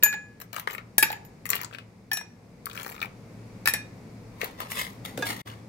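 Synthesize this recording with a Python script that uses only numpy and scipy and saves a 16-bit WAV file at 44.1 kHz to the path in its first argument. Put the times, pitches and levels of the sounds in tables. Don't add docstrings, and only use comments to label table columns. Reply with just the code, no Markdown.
import sys
import numpy as np
from scipy import signal
from scipy.fft import rfft, irfft, next_fast_len
from scipy.io import wavfile
from scipy.ndimage import uniform_filter1d

SR = 44100
rng = np.random.default_rng(int(sys.argv[2]) if len(sys.argv) > 2 else 0)


def wav_record(signal):
    frames = np.transpose(np.atleast_2d(signal))
    bounded = np.clip(frames, -1, 1)
    quanta = np.round(bounded * 32767).astype(np.int16)
    wavfile.write(sys.argv[1], SR, quanta)


N = 250833

# start in seconds, relative strength in dB, height (0 bottom to 3 rim),
# treble tilt in dB per octave, free ringing in seconds before a cube leans on the wall,
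# knock on the pile in dB, crack of the cube in dB (levels before the trims of each layer).
STRIKES = [(.0338, -.5, 0, 0, 1, -26, -19), (.9815, -1.5, 1, 0, .04, -25, -17),
           (1.0265, -4, 3, -1, .03, -15, -20), (1.0305, -9, .6, 1.5, .07, -18, -22),
           (1.117, -27, .5, 4, .1, -45, -46), (1.249, -39, .5, 3, .1, -60, -58),
           (2.1148, -7.5, 2, -5, .1, -24, -37), (2.132, .5, 2, .5, .07, -35, -27.5),
           (2.1713, -12, 2.4, 0, .07, -31, -36), (3.657, -11, 3, 0, .02, -22, -30),
           (3.674, -2, 3, -2, .05, -14, -23), (3.6838, -4, 3, 3, .03, -27, -26),
           (3.737, -5, 3, -1, .08, -21, -27)]
# centre in Hz, width in Hz, relative level in dB.
BOWL_BODY = [(430, 284, -7.5), (1234, 240, -0.5), (1700, 400, -5.5), (2317, 540, -5), (3400, 1700, -6.5),
             (4000, 2240, -8.5)]


def amp(db):
    return np.exp(np.asarray(db) * (np.log(10) / 20))


def unit(x):
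    return x / np.sqrt(np.mean(x ** 2) + 1e-20)


def along(points, hz):
    f, v = np.transpose(points)
    return np.interp(np.log(hz + 1), np.log(f + 1), v)


def curve(rows):
    return np.interp(np.arange(N) / SR, *np.transpose(rows))


def filtered(x, response):
    size = x.shape[-1]
    padded = next_fast_len(size + 2048)
    spectrum = rfft(x, padded) * response(np.fft.rfftfreq(padded, 1 / SR))
    return irfft(spectrum, padded)[..., :size]


def resonances(modes):
    def response(f):
        total = 0
        for k, (centre, width, db) in enumerate(modes):
            damping = 1j * f * width
            total = total + (-1) ** k * amp(db) * damping / (centre * centre - f * f + damping)
        return total
    return response


def add(track, s, sound):
    part = track[..., round(s * SR):][..., :sound.shape[-1]]
    part += sound[..., :part.shape[-1]]


def burst(response, t60, chatter_db, chatter_t60):
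    t = np.arange(SR // 8) / SR
    blow = amp(-60 * t / t60)
    chatter = amp(chatter_db - 60 * t / chatter_t60)
    onset = 1 - np.exp(-t / 0.00018)
    sound = filtered(rng.standard_normal(len(t)) * (blow + chatter) * onset, response)
    return sound / np.linalg.norm(sound) * np.sqrt(SR / 200)


def ring(hz, t60, db, rough, rattle_hz, length=np.inf):
    t = np.arange(round(min(1.3 * t60.max(), length) * SR)) / SR
    knots = rng.standard_normal((len(hz), 2, 400))
    rattle = np.array([np.interp(t * rattle_hz, np.arange(len(a)), a + 1j * b) for a, b in knots])
    rattle /= np.sqrt(2)
    share = np.clip(rough * np.sqrt(hz / hz.max()), 0, 1)[:, None]
    turning = np.exp(2j * np.pi * (hz[:, None] * t + rng.random((len(hz), 1))))
    fade = amp(db[:, None] - 60 * t / t60[:, None]) * (1 - np.exp(-t / 0.00085))
    modes = fade * turning * (np.sqrt(1 - share ** 2) + share * rattle)
    lag = np.exp(-1j * rng.normal(1.2, .2, (len(hz), 1)))
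    return np.array([modes.sum(0).real, (modes * lag).sum(0).real])


def placed(x, lead_ms, pan_db):
    sides = np.array([[.5], [-.5]])

    def paths(hz):
        return amp(sides * pan_db) * np.exp(2j * np.pi * hz * sides * lead_ms / 1000)
    return filtered(x, paths)


def kitchen(x, near_db, wet_db, pan_db):
    # frequency in Hz, t60 in seconds.
    room_decay = [(200, 0.83), (2000, 0.34), (7000, 0.32), (15000, 0.06)]
    scatter_s = .08
    hop = round(scatter_s * SR)
    source = np.pad(x[0], (hop, 2 * hop))
    echoes = np.zeros((2, N + hop))

    hz, t, z = signal.stft(rng.standard_normal((2, SR // 2)), SR, nperseg=256)
    decay = amp(-60 * t / along(room_decay, hz)[:, None]) * (1 - np.exp(-t / 0.0031))
    tail = signal.istft(z * decay, SR, nperseg=256)[1]

    t = np.arange(SR // 25) / SR
    for start in range(0, N + hop, hop):
        near = rng.standard_normal((2, len(t))) * amp(-60 * t / 0.02) * (t > .0006)
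        near /= np.linalg.norm(near[0])
        piece = source[start:start + 2 * hop] * signal.windows.cosine(2 * hop)
        add(echoes, start / SR, signal.fftconvolve(piece[None], near, axes=1))
    late = signal.fftconvolve(x[:1], tail / np.linalg.norm(tail[0]), axes=1)[:, :N]
    near_gain = amp(near_db + pan_db * np.array([[.5], [-.5]]))
    return x + near_gain * echoes[:, hop:] + amp(wet_db) * late


def room_noise():
    # time in seconds, level in dB before the trims of air and hum.
    floor_level = [(0.0, -49.5), (0.62, -52.5), (1.19, -48.5), (2.15, -52.5), (3.17, -46.5), (3.55, -45),
                   (4.78, -46), (5.18, -42.5), (5.69, -48.5)]
    # frequency in Hz, relative level in dB per Hz.
    air_colour = [(13, -45.5), (22, -16), (70, -11), (112, -4.5), (140, -6.5), (184, -2), (366, -17),
                  (469, -15), (618, -22.5), (837, -22.5), (1670, -28), (2260, -25.5), (3060, -38.5),
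                  (4890, -36.5), (16000, -55)]
    # frequency in Hz, likeness from 0 to 1.
    likeness = [(60, 0.94), (180, 0.99), (550, 0.7), (1650, 0.12), (4970, 0.13), (15000, 0.09)]
    # centre in Hz, resonance width in Hz, relative level in dB before sharpening.
    drone = [(111.8, 4.9, 8.5), (178.2, 6.5, 0), (235, 8.3, -9)]

    def mid_side(hz):
        turn = np.arccos(np.clip(along(likeness, hz), 0, 1)) / 2
        return amp(along(air_colour, hz)) * [np.cos(turn), np.sin(turn)]

    def sharpened(hz):
        return abs(resonances(drone)(hz)) ** 1.2

    mid, side = filtered(rng.standard_normal((2, N)), mid_side)
    air = unit(np.array([mid + side, mid - side]))
    hum = unit(filtered(rng.standard_normal(N), sharpened))
    return amp(curve(floor_level)) * (amp(-0.5) * air + amp(-3) * hum) * amp([[.7], [-.7]])


def bowl_handling():
    # start in seconds, level in dB before a trim.
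    nudges = [(5.176, -25), (5.189, -27), (5.224, -47), (5.296, -30.5)]
    # centre in Hz, width in Hz, relative level in dB.
    counter = [(266, 62, 2.5), (512, 70, 0), (885, 1000, -13.5)]
    # start in seconds, relative level in dB.
    clinks = [(5.223, 2)]
    # frequency in Hz, t60 in seconds, relative level in dB.
    utensil = [(915, .14, -36), (1655, .13, -26), (2519, .1, -38), (3534, .09, -35), (4190, .06, -40),
               (4780, .06, -41), (6040, .06, -40)]
    out = np.zeros((2, N))
    for s, db in nudges:
        thud = burst(resonances(counter), t60=0.01, chatter_db=-14.5, chatter_t60=0.32)
        add(out, s, amp(db - 1.5) * thud)
    hz, t60, mode_db = np.transpose(utensil)
    for s, db in clinks:
        add(out, s, ring(hz, t60, db + mode_db, rough=0.14, rattle_hz=190))
        knock = burst(resonances(BOWL_BODY), t60=.02, chatter_db=-1.5, chatter_t60=.12)
        add(out, s, amp(db - 29.0) * knock)
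    return out


def slides(grain_db):
    # peak in seconds, relative level in dB,
    # seconds per 20 dB of rise, treble tilt in dB per octave.
    slide_rows = [(.575, -46, 0.049, -1), (1.552, -40, .05, -2), (2.8, -45.5, 0.12, -1),
                  (2.92, -53, 0.075, 8), (4.447, -39, 0.067, -1), (4.602, -35, 0.023, -1.5),
                  (4.714, -36, .025, 4), (4.791, -28.5, 0.058, 1.5), (5.049, -39, 0.0068, 1),
                  (5.259, -32, 0.012, 2), (5.296, -33.5, 0.08, .5), (5.395, -42, 0.014, 0.5),
                  (5.476, -41.5, .01, -1.5)]
    # frequency in Hz, relative level in dB per Hz.
    rub_colour = [(240, -41), (400, -11), (777, -3), (1090, 3.5), (1530, -5), (2020, 4.5), (2550, -6.5),
                  (3120, -4), (6240, -16), (12700, -18), (16000, -20.5)]
    slide_t60 = .29
    out = np.zeros(N)
    t = np.arange(-SR // 4, SR // 2) / SR
    for s, db, rise, tilt in slide_rows:
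        slow = unit(uniform_filter1d(rng.standard_normal(len(t)), size=90))
        grains = amp(grain_db * slow) * rng.standard_normal(len(t))
        hiss = unit(filtered(grains, lambda hz: amp(along(rub_colour, hz) + tilt * np.log2(hz + 1))))
        swell_db = np.where(t < 0, 20 * t / rise, -60 * t / slide_t60)
        add(out, s + t[0], hiss * amp(db + swell_db))
    return out


def brittle(patchy_db):
    # frequency in Hz, relative level in dB per Hz.
    crack_colour = [(500, -14.5), (2000, -6.5), (4000, -9.5), (7000, -7.5), (9500, -12), (13000, -3),
                    (16000, -3.5)]
    bands = patchy_db * rng.standard_normal(32)
    band_hz = np.linspace(0, SR / 2, len(bands))
    return lambda hz: amp(along(crack_colour, hz) + np.interp(hz, band_hz, bands))


def clack(knock_db, crack_db, pitch):
    def body(hz):
        gap = resonances([(pitch, .35 * pitch, 0)])(hz)
        return resonances(BOWL_BODY)(hz) * (0.22 + gap)

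    cube = brittle(patchy_db=5)
    knock = burst(body, t60=0.0016, chatter_db=-33.5, chatter_t60=0.12)
    crack = burst(cube, t60=0.0057, chatter_db=-20, chatter_t60=0.096)
    return amp(knock_db) * knock + amp(crack_db) * crack


def loose_cubes():
    # start in seconds, knock in dB and crack in dB before their trims,
    # knock pitch in Hz.
    loud_clacks = [(0.418, -38, -41, 1980), (0.53, -29, -37, 1020), (0.564, -30.5, -34.5, 2130),
                   (0.582, -26.5, -44, 855), (0.597, -30, -34.5, 1900), (0.674, -13.5, -56, 1800),
                   (0.7, -28, -47, 2120), (0.733, -48, -37, 2120), (0.749, -25, -38, 2100),
                   (0.781, -25.5, -52, 1930), (1.455, -27, -35, 2120), (1.464, -29, -34.5, 2280),
                   (1.491, -39, -32, 1268), (1.503, -25, -18, 2340), (1.532, -12.5, -41, 2200),
                   (1.554, -24.5, -22.5, 2243), (1.614, -25.5, -32.5, 2130), (1.633, -29, -36, 950),
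                   (1.748, -28, -67, 2130), (1.785, -29, -60, 2620), (2.657, -39, -31, 2200),
                   (2.667, -22.5, -46.5, 1220), (2.776, -24.5, -53, 2560), (2.831, -36, -38, 2340),
                   (2.863, -24, -41, 1590), (2.893, -30.5, -48, 1227), (3.016, -23.5, -44, 3550),
                   (3.027, -20, -35, 2200), (4.415, -17.5, -36.5, 2166), (4.444, -31, -29, 2450),
                   (4.603, -22.5, -35, 1140), (4.718, -25, -35, 2220), (5.175, -30.5, -36, 1630)]
    # start in seconds, length in seconds, typical knock in dB,
    # typical crack in dB.
    tumbles = [(0.397, 0.027, -44, -43.5), (0.534, 0.066, -44, -53), (.68, 0.066, -42, -50),
               (1.488, 0.079, -37, -44), (1.579, 0.072, -40, -70), (1.71, 0.052, -46.5, -67),
               (2.681, .07, -46.5, -57), (2.751, 0.18, -43, -49.5), (2.936, 0.085, -46.5, -66),
               (3.016, 0.048, -39.5, -56), (4.399, 0.055, -41, -53)]
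    knock_trim_db, crack_trim_db = -8.5, -4
    contacts_per_s, scatter_db = 110, 3
    typical_hz, spread_octaves = 1960, 0.77
    out = np.zeros(N)
    for s, knock_db, crack_db, pitch in loud_clacks:
        add(out, s, clack(knock_db + knock_trim_db, crack_db + crack_trim_db, pitch))
    for start, length, knock_db, crack_db in tumbles:
        count = max(1, round(length * contacts_per_s))
        for k, (knock, crack, octaves) in enumerate(rng.standard_normal((count, 3))):
            s = start + length * (k + rng.random()) / count
            pitch = typical_hz * 2 ** (spread_octaves * octaves)
            add(out, s, clack(knock_db + scatter_db * knock, crack_db + scatter_db * crack, pitch))
    return out


def ice_pile():
    # centre in Hz, width in Hz, relative level in dB.
    pile_body = [(323, 370, -18), (1240, 350, -12), (1721, 110, 6), (2440, 435, -2), (2750, 980, -8.5),
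                 (4460, 1100, -17)]
    # centre in Hz, width in Hz, relative level in dB.
    hollow_air = [(806, 220, 2.5), (876, 116, 8)]
    # start in seconds, knock in dB before a trim, hollow air note in dB.
    settles = [(.0265, -22.5, -52), (.061, -23, -39), (.1271, -28, -54.5), (.1396, -33, -40),
               (1.102, -30.5, -31), (1.1276, -31, -36.5), (2.211, -40.5, -43.5)]
    strike_air_db, air_db_per_s = -11.5, -1.84
    settle_crack_db = -14
    out = np.zeros(N)
    contacts = []
    for s, *_, knock_db, crack_db in STRIKES:
        contacts.append((s, knock_db, crack_db, knock_db + strike_air_db + air_db_per_s * s))
    for s, knock_db, air_db in settles:
        contacts.append((s, knock_db, knock_db + settle_crack_db, air_db))
    for s, knock_db, crack_db, air_db in contacts:
        cube = brittle(patchy_db=5)
        knock = burst(resonances(pile_body), t60=0.0055, chatter_db=-17, chatter_t60=0.13)
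        crack = burst(cube, t60=0.0057, chatter_db=-33.0, chatter_t60=0.11)
        air = burst(resonances(hollow_air), t60=0.012, chatter_db=-20.5, chatter_t60=0.082)
        add(out, s, amp(knock_db - 1.5) * knock)
        add(out, s, amp(crack_db + 1.0) * crack)
        add(out, s, amp(air_db) * air)
    return placed(out, lead_ms=0.11, pan_db=2.0)


def cube_ring(count):
    low_hz, high_hz, t60_s = 3010, 6490, .07
    over_crack_db = -17
    out = np.zeros((2, N))
    for s, *_, crack_db in STRIKES:
        place = (np.arange(count) + rng.random(count)) / count
        hz = low_hz * (high_hz / low_hz) ** place
        mode_db = crack_db + over_crack_db + 2 * rng.standard_normal(count)
        add(out, s, ring(hz, np.full(count, t60_s), mode_db, rough=.6, rattle_hz=200))
    return out


def glass_wall():
    # frequency in Hz, t60 in seconds, then relative level in dB
    wall_modes = [(1691, .46, -16, -17.5, -44, -38), (1752, .13, -40, -36, -35, -25),
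                  (2461, .38, -22.5, -36, -36, -29), (3782, .22, -39, -32, -53, -32),
                  (4540, .12, -38, -44, -52, -42), (5620, .19, -44, -34, -28.5, -32),
                  (6810, .14, -23, -34, -42, -38), (6982, .15, -16.5, -34, -50, -44),
                  (7900, .11, -44, -42, -48, -35), (8075, .13, -42, -27, -43, -36),
                  (10140, .1, -52, -33, -32, -31), (10618, .1, -44, -19, -39, -30),
                  (11210, .09, -24, -36, -50, -37), (11965, .07, -7, -22, -44, -42),
                  (12790, .1, -28, -29, -36, -31), (13100, .11, -16, -26, -39, -32),
                  (13750, .07, -32, -28, -42, -32), (15320, .09, -55, -34, -46, -38)]
    out = np.zeros((2, N))
    hz, t60, *by_height = np.transpose(wall_modes)
    for s, db, height, tilt, free, *_ in STRIKES:
        shape_db = np.array([np.interp(height, np.arange(len(mode)), mode) for mode in np.transpose(by_height)])
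        mode_db = db + shape_db + tilt * np.log2(hz / 5000)
        sound = ring(hz, t60, mode_db, rough=.6, rattle_hz=200, length=free + .06)
        leaning = np.maximum(np.arange(sound.shape[1]) / SR - free, 0)
        add(out, s, sound * amp(-60 * leaning / 0.04))
    return out * amp([[1.5], [-3]])


def scene():
    room = room_noise()
    wall = kitchen(glass_wall() + cube_ring(count=9), near_db=-20, wet_db=-12.5, pan_db=0)
    pile = kitchen(ice_pile(), near_db=-1.5, wet_db=-13.5, pan_db=2.0)
    handling = placed(slides(grain_db=4.0), lead_ms=.44, pan_db=6) + bowl_handling()
    rattle = placed(loose_cubes(), lead_ms=.5, pan_db=9)
    bowl = kitchen(handling, near_db=-2, wet_db=-13, pan_db=1.5)
    bowl += kitchen(rattle, near_db=-4, wet_db=-16.5, pan_db=7)
    return wall + pile + amp(-2.5) * bowl + room


def record(dry):
    # time in seconds, gain in dB.
    dropout = [(5.416, 1), (5.421, -37), (5.448, -39), (5.460, 2.5)]
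    # frequency in Hz, gain in dB.
    mic_colour = [(35, -0.5), (100, -3.5), (480, 1.5), (640, 2), (950, -0.5), (1500, -3), (15000, 4)]
    top_hz = 15850

    def microphones(hz):
        return amp(along(mic_colour, hz)) / (1 + (hz / top_hz) ** 120)
    return filtered(dry * amp(curve(dropout)), microphones)


dry = scene()
out = record(dry)
wav_record(out)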